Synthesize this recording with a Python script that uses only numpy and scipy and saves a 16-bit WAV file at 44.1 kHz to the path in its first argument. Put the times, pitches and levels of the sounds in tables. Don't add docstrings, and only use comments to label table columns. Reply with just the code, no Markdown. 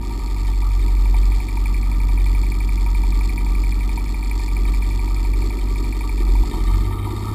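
import sys
import numpy as np
from scipy import signal
from scipy.fft import rfft, irfft
from scipy.io import wavfile
from scipy.ndimage import uniform_filter1d

SR = 44100
rng = np.random.default_rng(int(sys.argv[2]) if len(sys.argv) > 2 else 0)


def generate_wav(signal):
    frames = np.transpose(np.atleast_2d(signal))
    scaled = np.clip(frames, -1, 1) * 32767
    pcm = np.round(scaled).astype(np.int16)
    wavfile.write(sys.argv[1], SR, pcm)


N = 323694
TIME = np.arange(N) / SR

# hz, width_hz, level_db
PIPE_MODES = [(172, 46, -6.5), (224, 42, -5.5), (261.6, 49, -0.5), (305, 57, 1.5), (349, 83, 0.5),
              (413.7, 42, -5), (483, 33, -16), (609, 53, -15.5)]
# hz, width_hz, level_db
PISTON_MODES = [(894, 77, -3.5), (947, 50, 0.5), (741, 63, -11.5)]
# hz, width_hz, level_db
ROCKER_MODES = [(1704, 50, -12), (1966, 43, -2), (2247, 123, 3), (2348, 80, 8), (2340, 170, -13),
                (2454, 118, -1)]
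# hz, width_hz, level_db
HEAD_MODES = [(1815, 52, 5.5), (2066, 47, 5), (2226, 340, 1.5), (3130, 190, -0.5), (3400, 94, -16),
              (3694, 224, 3), (3890, 90, -27)]


def undb(db):
    return 10 ** (np.asarray(db) / 20)


def unit(x):
    return x / np.sqrt(np.mean(x ** 2))


def curve(table):
    return np.interp(TIME, *np.transpose(table))


def bump(at_s, width_s):
    return np.exp(-((TIME - at_s) / width_s) ** 2)


def late(x, lag_s):
    return np.interp(TIME - lag_s, TIME, x)


def walk(rate_hz):
    hold = int(SR / rate_hz)
    steps = np.repeat(rng.standard_normal(N // hold + 1), hold)
    smooth = uniform_filter1d(uniform_filter1d(steps, hold), hold)
    return unit(smooth[:N])


def ring(x, modes):
    size = 2 ** 13
    f = np.arange(size // 2 + 1) * SR / size
    power = sum(undb(2 * db) / (1 + (2 * (f - hz) / width) ** 2) ** 2 for hz, width, db in modes)
    cepstrum = irfft(np.log(power + 1e-9) / 2)
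    cepstrum[1:size // 2] *= 2
    cepstrum[size // 2 + 1:] = 0
    response = irfft(np.exp(rfft(cepstrum)))
    return signal.fftconvolve(x, response)[:N]


def clicks(times, sizes):
    out = np.zeros(N)
    inside = (times > 0) & (times < TIME[-1])
    np.add.at(out, (times[inside] * SR).astype(int), sizes[inside])
    return out


def scrape(hits, decay_s):
    keep = np.exp(-1 / (decay_s * SR))
    energy = signal.lfilter([1 - keep], [1, -keep], hits ** 2 + 1e-18)
    return np.sqrt(energy) * rng.standard_normal(N)


def blows(cycle, pattern, jitter_s, scatter_db):
    place, db = np.transpose(pattern)
    places = (np.arange(-1, int(cycle[-1]) + 1)[:, None] + place).ravel()
    chance = rng.standard_normal((len(places), 2))
    times = np.interp(places, cycle, TIME, left=-1, right=-1) + jitter_s * chance[:, 0]
    return clicks(times, undb(np.resize(db, len(places)) + scatter_db * chance[:, 1]))


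def jolts(table, modes, decay_s):
    s, db = np.transpose(table)
    hits = clicks(s, undb(db))
    peak = np.abs(ring(signal.unit_impulse(N), modes)).max()
    return ring(hits + 0.37 * scrape(hits, decay_s), modes) / peak


def crank_rpm():
    # time_s, speed_rpm
    speed = [(0.0, 1477.3), (0.408, 1399.9), (1.125, 1364.1), (1.72, 1399.9), (2.189, 1376.6),
             (2.473, 1413.3), (3.02, 1377.5), (3.546, 1389.5), (4.088, 1441.3), (4.431, 1379.6),
             (4.909, 1421.1), (5.337, 1384.3), (5.994, 1446.8), (6.249, 1343.3), (6.357, 1373.6),
             (6.489, 1647.0), (6.884, 1956.1), (7.34, 2087.7)]
    # time_s, added_rpm
    surges = [(1.397, 76.2), (3.278, 49.7), (4.386, 49.3), (5.465, 42.8)]
    return curve(speed) + sum(rpm * bump(s, width_s=0.089) for s, rpm in surges)


def frame(cycle, firing_hz, load, orders, centre_hz, width_hz, waver_db):
    out, power = 0, 0
    for multiple, db, load_db in orders:
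        hz = multiple * firing_hz
        detuning = centre_hz / width_hz * (hz / centre_hz - centre_hz / hz)
        response = undb(db + load * load_db) / (1 + 1j * detuning)
        wave = np.exp(2j * np.pi * multiple * cycle) * 1j ** (multiple * multiple)
        out = out - np.real(response * wave) * undb(waver_db * walk(14))
        power = power + np.abs(response) ** 2
    return out / np.sqrt(power / 2)


def sway(firing_hz):
    frame_hz, width_hz, lag_s, off_resonance_db = 44.23, 5.13, 0.073, -47
    # multiple_of_firing_rate, level_at_resonance_db
    shakers = [(3, -13.5), (4, -11)]
    felt_hz = late(firing_hz, lag_s)
    power = undb(off_resonance_db) ** 2
    for multiple, db in shakers:
        size = undb(db) / (1 + (2 * (multiple * felt_hz - frame_hz) / width_hz) ** 2)
        power = power + size ** 2
    return np.sqrt(power)


def boom(cycle, firing_hz, load):
    # multiple_of_firing_rate, level_db, added_under_load_db
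    boom_orders = [(3, 4, -5), (4, 8.5, -22), (5, -5.5, -12)]
    tone = frame(cycle, firing_hz, load, boom_orders, centre_hz=45.67, width_hz=11.7, waver_db=0.5)
    return tone * sway(firing_hz)


def hum(cycle, firing_hz, load):
    # multiple_of_firing_rate, level_db, added_under_load_db
    hum_orders = [(6, -20, 31), (8, 4, -9), (9, -0.5, -6), (10, 0, -15)]
    # time_s, level_db
    hum_course = [(0, -34), (0.6, -32.5), (1.2, -34.5), (3.2, -34.5), (4.35, -38.5), (5.3, -30.5),
                  (6.1, -35), (6.55, -35), (6.85, -24.5), (7.34, -29.0)]
    # time_s, change_db
    hum_dips = [(0.24, -14), (0.95, -6.5), (5.57, -10), (6.25, -8.5)]
    level_db = curve(hum_course) + sum(db * bump(s, width_s=0.058) for s, db in hum_dips)
    tone = frame(cycle, firing_hz, load, hum_orders, centre_hz=94.3, width_hz=16.5, waver_db=2.5)
    return tone * undb(level_db - 0.9 + 1.3 * load)


def drone(cycle, load):
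    # multiple_of_firing_rate, level_at_idle_db, level_under_load_db
    drone_orders = [(2, -29, 8), (4, 6, 9), (6, 2.5, -13), (7, -1.5, -3), (10, -6, -2), (11, -8.5, -3),
                    (13, -19, -2), (14, -7, -7), (15, -2, -2), (16, -8.5, -2.5), (17, -7.5, -27),
                    (19, -4.5, -10), (20, -14, -2), (21, -13, -6.5), (22, -7, -10), (26, -4.5, -13)]
    # time_s, level_db
    drone_course = [(0, -42), (0.6, -48.5), (1.75, -41.5), (3.9, -41.0), (4.4, -46.0), (4.7, -40),
                    (5.2, -46.5), (6.1, -46), (6.5, -40.5), (7.34, -42.5)]
    out = 0
    for multiple, idle_db, load_db in drone_orders:
        db = idle_db + load * (load_db - idle_db) + 1.5 * walk(9)
        phase = multiple * cycle + rng.random() + 0.0069 * multiple * load * walk(18)
        out = out + undb(db) * np.sin(2 * np.pi * phase)
    return out * undb(curve(drone_course) + 2.5)


def exhaust(cycle, load):
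    # place_cycles (0-1), relative level_db
    puff_pattern = [(.0, -4), (0.191, -1.5), (0.257, -1.5), (.42, -0.5), (0.502, -2.5), (0.691, -2),
                    (0.781, 0.5), (.89, -4)]
    # time_s, level_db
    exhaust_course = [(0, -36.5), (0.6, -42), (1.2, -40.0), (4.4, -39.5), (5.4, -35.5), (6.1, -36.0),
                      (6.5, -33.0), (6.7, -37.0), (7.05, -33.5), (7.34, -35.5)]
    hits = blows(cycle, puff_pattern, jitter_s=0.00032, scatter_db=2.5)
    puffs = unit(ring(hits + 0.5 * scrape(hits, decay_s=0.011), PIPE_MODES))
    size = 512
    shape = irfft(np.exp(2j * np.pi * rng.random(size // 2 + 1)))
    wake = np.interp(cycle, np.arange(size) / size, shape, period=1) * undb(2 * walk(20))
    both = unit(puffs + unit(ring(wake, PIPE_MODES)))
    return both * undb(curve(exhaust_course) + 0.72 - 0.9 * load)


def crankcase(cycle, load):
    # place_cycles (0-1), relative level_db
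    slap_pattern = [(0.95, -3), (0.0394, -4.5), (.36, -3), (.46, -4.5), (.66, -3)]
    # place_cycles (0-1), relative level_db
    gear_pattern = [(0.0, 1), (0.29, 3), (0.4, -7.5), (0.52, 0), (0.67, -2)]
    # hz, width_hz, relative level_db
    block_modes = [(684, 12, -14), (758, 67, -4.5), (909, 79, -3), (946.7, 36, 2), (1169, 60, -5.5)]
    # hz, width_hz, relative level_db
    case_modes = [(906, 140, -5.5), (1173, 92, 0.5), (1222, 47, -6.5), (1276, 55, -2.5), (1355, 34, -8.5)]
    firing = blows(cycle, [(0.945, 0)], jitter_s=0.0005, scatter_db=2.5)
    knock = unit(ring(firing + 0.2 * scrape(firing, decay_s=0.008), PISTON_MODES))
    slaps = blows(cycle, slap_pattern, jitter_s=0.0006, scatter_db=0.5)
    block = unit(ring(slaps + 1.37 * scrape(slaps, decay_s=0.013), block_modes))
    gears = blows(cycle, gear_pattern, jitter_s=0.000967, scatter_db=2.5)
    case = unit(ring(gears + 2.06 * scrape(gears, decay_s=0.017), case_modes))
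    mix = knock * undb(-8 - 3.3 * load) + block * undb(-4 - 2 * load) + case * undb(-5 + 3.7 * load)
    return mix * undb(-41.5 + 2 * load)


def loose_rocker(cycle, load):
    loosen_s, tight_db = 1.6, -10
    soften_at_s, soften_s, soften_db = 4.8, 0.25, -3
    delayed_hz, delayed_width_hz = 2157, 240
    # place_cycles (0-1), relative level_db
    knock_pattern = [(.958, 0), (.05, -13), (.1, -18), (.147, -17), (.316, -8), (.62, -19)]
    hits = blows(cycle, knock_pattern, jitter_s=0.00014, scatter_db=2.2)
    knock = ring(hits + 0.17 * scrape(hits, decay_s=0.03), ROCKER_MODES)
    pole = np.exp((2j * delayed_hz - delayed_width_hz) * np.pi / SR)
    allpass = np.poly([pole, pole.conjugate()]).real
    smeared = unit(signal.lfilter(allpass[::-1], allpass, knock))
    slack_db = tight_db * np.maximum(1 - TIME / loosen_s, 0)
    slack_db += soften_db * np.clip((TIME - soften_at_s) / soften_s, 0, 1)
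    return smeared * undb(-42.5 + slack_db - 33 * load)


def cam_chain():
    return unit(ring(rng.standard_normal(N), ROCKER_MODES)) * undb(-55)


def drive(cycle, rpm, load):
    snatch_db, snatch_rpm_per_s, snatch_lag_s = 4.5, 1000, 0.053
    # place_cycles (0-1), relative level_db
    clatter_pattern = [(.06, -7), (.13, -8), (.21, -5), (0.262, -7), (.35, -6.5), (.44, -5), (.48, -7),
                       (.57, -4), (.755, -2.5), (.86, -6.5), (0.929, -5.5)]
    # hz, width_hz, relative level_db
    drive_modes = [(2020, 400, -2.5), (2540, 740, -7), (3418, 260, -2.5), (3656, 160, -3.5), (4370, 355, 3),
                   (4840, 1210, -4), (5520, 1250, -11)]
    hits = blows(cycle, clatter_pattern, jitter_s=0.0011, scatter_db=1.7)
    ticks = 0.6 * hits + scrape(hits, decay_s=0.0016)
    clatter = unit(ring(ticks + 0.64 * scrape(hits, decay_s=0.006), drive_modes))
    snatch = late(np.clip(np.gradient(rpm, TIME) / snatch_rpm_per_s, 0, 1), snatch_lag_s)
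    lull_db = -7 * bump(6.96, width_s=0.1)
    return clatter * undb(-45 - 4 * load + snatch_db * snatch + lull_db + 0.5 * walk(7))


def tappets(cycle, load):
    # place_cycles (0-1), relative level_db
    tappet_pattern = [(.23, 3.5), (.62, -5.5), (.93, -1)]
    hits = blows(cycle, tappet_pattern, jitter_s=0.0006, scatter_db=3)
    taps = unit(ring(hits + 4.3 * scrape(hits, decay_s=0.0075), HEAD_MODES))
    return taps * undb(-53 + 6.6 * load)


def rumble():
    # hz, width_hz, relative level_db
    rumble_modes = [(65.4, 26, -3.5), (132, 64, -0.5), (222, 85, -3.5), (520, 650, -20.5),
                    (1845, 340, -24.5)]
    return unit(ring(rng.standard_normal(N), rumble_modes)) * undb(-42.7 + 1.5 * walk(5))


def hard_firings():
    # time_s, relative level_db
    firings = [(0.106, -30), (0.487, -27.5), (1.141, -20.5), (1.57, -26), (2.861, -32), (3.034, -25),
               (3.973, -28), (4.48, -27.5), (5.076, -28.5), (6.351, -22), (6.434, -20.5), (6.536, -24),
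               (6.578, -32), (6.707, -32), (7.069, -24)]
    return jolts(firings, PISTON_MODES, decay_s=0.0055) * undb(-3)


def thumps():
    # time_s, relative level_db
    thump_times = [(6.205, -21.5), (6.452, -28), (6.478, -26), (6.513, -17.5), (6.545, -23), (6.582, -19.5)]
    low = jolts(thump_times, PIPE_MODES, decay_s=0.013) * undb(-2.5)
    high = jolts(thump_times, HEAD_MODES, decay_s=0.0073) * undb(-11)
    return low + high


def scene():
    load_from_rpm, load_span_rpm = 1450, 300
    rpm = crank_rpm()
    firing_hz = rpm / 120
    cycle = -0.402 + np.cumsum(firing_hz) / SR
    load = np.clip((rpm - load_from_rpm) / load_span_rpm, 0, 1)
    out = boom(cycle, firing_hz, load)
    out += hum(cycle, firing_hz, load)
    out += drone(cycle, load)
    out += exhaust(cycle, load)
    out += crankcase(cycle, load)
    out += loose_rocker(cycle, load)
    out += cam_chain()
    out += drive(cycle, rpm, load)
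    out += tappets(cycle, load)
    out += rumble()
    out += hard_firings()
    out += thumps()
    return out[None]


def record(dry):
    band = signal.sosfilt(signal.ellip(10, 0.3, 60, 5800, fs=SR, output="sos"), dry)
    fine = signal.resample_poly(band, 160, 147, axis=-1)
    held = np.repeat(fine[:, ::4], 4, axis=-1)
    out = signal.resample_poly(held, 147, 160, axis=-1)[:, :N]
    return signal.sosfilt(signal.ellip(10, 0.2, 80, 15000, fs=SR, output="sos"), out)


dry = scene()
out = record(dry)
generate_wav(out)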